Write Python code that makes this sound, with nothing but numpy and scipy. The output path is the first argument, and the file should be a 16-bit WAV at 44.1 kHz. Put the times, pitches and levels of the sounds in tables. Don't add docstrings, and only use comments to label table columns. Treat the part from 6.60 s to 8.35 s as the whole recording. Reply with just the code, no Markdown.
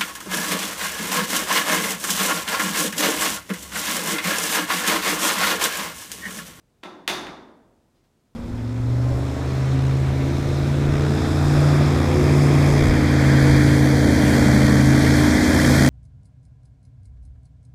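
import sys
import numpy as np
from scipy import signal
from scipy.fft import rfft, irfft
from scipy.io import wavfile

SR = 44100
rng = np.random.default_rng(int(sys.argv[2]) if len(sys.argv) > 2 else 0)


def to_wav(s):
    ch = np.atleast_2d(s).T
    pcm = np.round(np.clip(ch, -1, 1) * 32767)
    wavfile.write(sys.argv[1], SR, pcm.astype(np.int16))


N = 77175


def amp(db):
    return 10 ** (np.asarray(db) / 20)


def unit(x):
    return x / np.sqrt(np.sum(x ** 2) + 1e-20)


def read(points, hz):
    points_hz, values = np.transpose(points)
    return np.interp(np.log(hz + 1), np.log(points_hz + 1), values)


def add(mix, start_s, sound):
    part = mix[round(start_s * SR):][:len(sound)]
    part += sound[:len(part)]


def noise(colour, size=N):
    hz = np.fft.rfftfreq(size, 1 / SR)
    spectrum = rfft(rng.standard_normal(size)) * amp(read(colour, hz))
    return np.sqrt(size) * unit(irfft(spectrum, size))


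def air(level_db=-65.5):
    # (frequency [Hz], relative density [dB])
    rumble = [(20, -34.5), (36, 1), (55, -9), (110, -1.5), (250, -7.5), (500, -14), (1000, -20.5),
              (2000, -27), (4000, -29.5), (8000, -32), (15500, -40.5)]
    return amp(level_db) * noise(rumble)


def click(colour, tilt_db_per_oct, travel_1khz_s=0.000938, size=4096):
    hz = np.fft.fftfreq(size, 1 / SR)
    gain_db = read(colour, abs(hz)) + tilt_db_per_oct * np.log2(1 + abs(hz) / 1000)
    log_spectrum = np.conj(signal.hilbert(np.log(amp(gain_db))))
    bend_rad = 4 * np.pi * travel_1khz_s * np.sign(hz) * np.sqrt(1000 * abs(hz))
    pulse = np.fft.ifft(np.exp(log_spectrum - 1j * bend_rad)).real
    return unit(pulse[:size // 2])


def ring(modes, rise_s=0.0091):
    t = np.arange(SR) / SR
    sines = np.zeros(SR)
    for hz, db, t60_s in modes:
        decay = np.exp(-np.log(1000) * t / t60_s)
        sines += amp(db) * decay * np.sin(2 * np.pi * hz * t)
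    return unit(sines * (1 - np.exp(-t / rise_s)))


def sleeve_clacks():
    # (time [s], level [dB], tilt [dB/oct], relative ring [dB])
    clacks = [(0.2307, -26, -7.5, -2.5), (0.2345, -16, -5, -3.5), (0.4769, 2, -0.41, -2),
              (0.6678, -17, -6, -7)]
    # (delay [s], relative level [dB], added tilt [dB/oct])
    chatter = [(0, -7, 4.5), (.0009, -1.5, 7), (.0019, -4, -1)]
    # (frequency [Hz], level [dB])
    snap_colour = [(100, -25.5), (900, -9), (1800, -3), (2650, 1), (3700, -2.5), (5000, -14.5), (8000, -23),
                   (12000, -28), (15500, -42)]
    # (frequency [Hz], level [dB])
    clatter_colour = [(60, -30), (250, -13.5), (600, -5), (1300, -5), (1900, -3), (2650, -5), (3200, -7.5),
                      (3530, 4), (3900, -5), (5200, -9), (6400, -9), (7700, -17.5), (9500, -14.5),
                      (12000, -18), (15500, -27)]
    # (frequency [Hz], level [dB], t60 [s])
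    steel_modes = [(1470, -0.5, 0.32), (1930, -5, 0.25), (2102, -2.5, .3), (2435, -0.5, .28),
                   (2533, -3.5, .22), (2783, -2.5, 0.37), (2882, -5.5, 0.49), (3510, -1.5, .38),
                   (3570, 1, .3), (3660, 1, .27), (3711, 2, .24), (3880, -5.5, .28), (4640, -7, .25),
                   (7432, -12, .25), (9300, -17, 0.31), (11400, -19.5, .18)]
    steel = ring(steel_modes)
    snaps, clatter, ringing = np.zeros((3, N))
    for start_s, db, tilt, ring_db in clacks:
        for delay_s, contact_db, added_tilt in chatter:
            add(snaps, start_s + delay_s, amp(db + contact_db) * click(snap_colour, tilt + added_tilt))
        add(clatter, start_s, amp(db) * click(clatter_colour, tilt))
        add(ringing, start_s, amp(db + ring_db) * steel)
    return echoes(snaps) + amp(5) * reverb(clatter, build_s=0.001) + ringing


def plate_landings():
    # (time [s], level [dB], tilt [dB/oct], relative ring [dB], relative boom [dB])
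    landings = [(0.2331, -16, -4.3, 8, -32.5), (0.479, -9, .8, 7, -8), (0.520, -15.5, -6, 6, -19.5),
                (0.620, -21.5, -0.5, -7, 2), (0.669, -18, 5.5, -0.5, -10)]
    # (frequency [Hz], level [dB])
    knock_colour = [(40, -29), (110, -21.5), (170, -5), (240, 0.5), (340, 1), (450, -7), (700, -4.5),
                    (920, 0.5), (1100, -5), (1300, -5), (1600, -12), (3000, -28.5), (7000, -46),
                    (16000, -71)]
    # (frequency [Hz], level [dB], t60 [s])
    plate_modes = [(185, -10, .5), (221, -3.5, 1), (321.2, -0.5, 0.65), (361, 4, .7), (612, -1.5, .45),
                   (701, -5.5, 0.34), (790, -8.5, .6), (933, -8, 0.95), (963, -8, .8), (1044, -5, 0.94),
                   (1176, -9, 0.22), (1328, 4, .35)]
    # (frequency [Hz], level [dB], t60 [s])
    slab_modes = [(41.8, -8.5, 1.2), (71, -2, 1.3), (97, -9, 0.78), (148.3, 1.5, 1.0)]
    plate, slab = ring(plate_modes), ring(slab_modes)
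    knocks, ringing = np.zeros((2, N))
    for start_s, db, tilt, ring_db, boom_db in landings:
        add(knocks, start_s, amp(db) * click(knock_colour, tilt))
        add(ringing, start_s, amp(db + ring_db) * plate + amp(db + boom_db) * slab)
    return echoes(knocks) + amp(6) * reverb(knocks, build_s=0.0077) + ringing


def feet():
    # (time [s], level [dB], swell [s])
    scuffs = [(1.336, -42, 0.026), (1.435, -43.5, 0.01)]
    # (frequency [Hz], level [dB])
    brush_colour = [(100, -8), (600, -1.5), (2000, -4.5), (5000, -7), (9000, -20), (15500, -21.5)]
    t = np.arange(SR // 4) / SR
    out = np.zeros(N)
    for start_s, db, swell_s in scuffs:
        envelope = t * np.exp(-t / swell_s)
        add(out, start_s, amp(db) * unit(noise(brush_colour, len(t)) * envelope))
    return echoes(out)


def echoes(x):
    # (delay [s], gain [dB])
    reflections = [(.0043, -10), (.0072, -15), (.0125, -19.5), (.0185, -13), (0.0221, -9.5), (.026, -15.5)]
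    out = x.copy()
    for delay_s, db in reflections:
        add(out, delay_s, amp(db) * x)
    return out


def reverb(x, build_s):
    # (frequency [Hz], t60 [s])
    room_t60 = [(60, 1.4), (200, 1.46), (450, 1.297), (900, 0.94), (1500, 0.79), (2500, 0.59), (4500, 0.59),
                (8000, 0.47), (12000, 0.36), (16000, 0.4)]
    hz, t, bands = signal.stft(rng.standard_normal(SR), SR, nperseg=512)
    decay = np.exp(-np.log(1000) * t / read(room_t60, hz)[:, None])
    tail = signal.istft(bands * decay, SR)[1][:SR]
    build = 1 - np.exp(-np.arange(SR) / SR / build_s)
    return signal.fftconvolve(x, unit(tail * build))[:N]


def scene():
    return (plate_landings() + sleeve_clacks() + feet() + air())[None]


def record(dry, cutoff_hz=15900):
    lowpass = signal.firwin(511, cutoff_hz, window=("kaiser", 9), fs=SR)
    return signal.oaconvolve(dry, lowpass[None], "same")


dry = scene()
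out = record(dry)
to_wav(out)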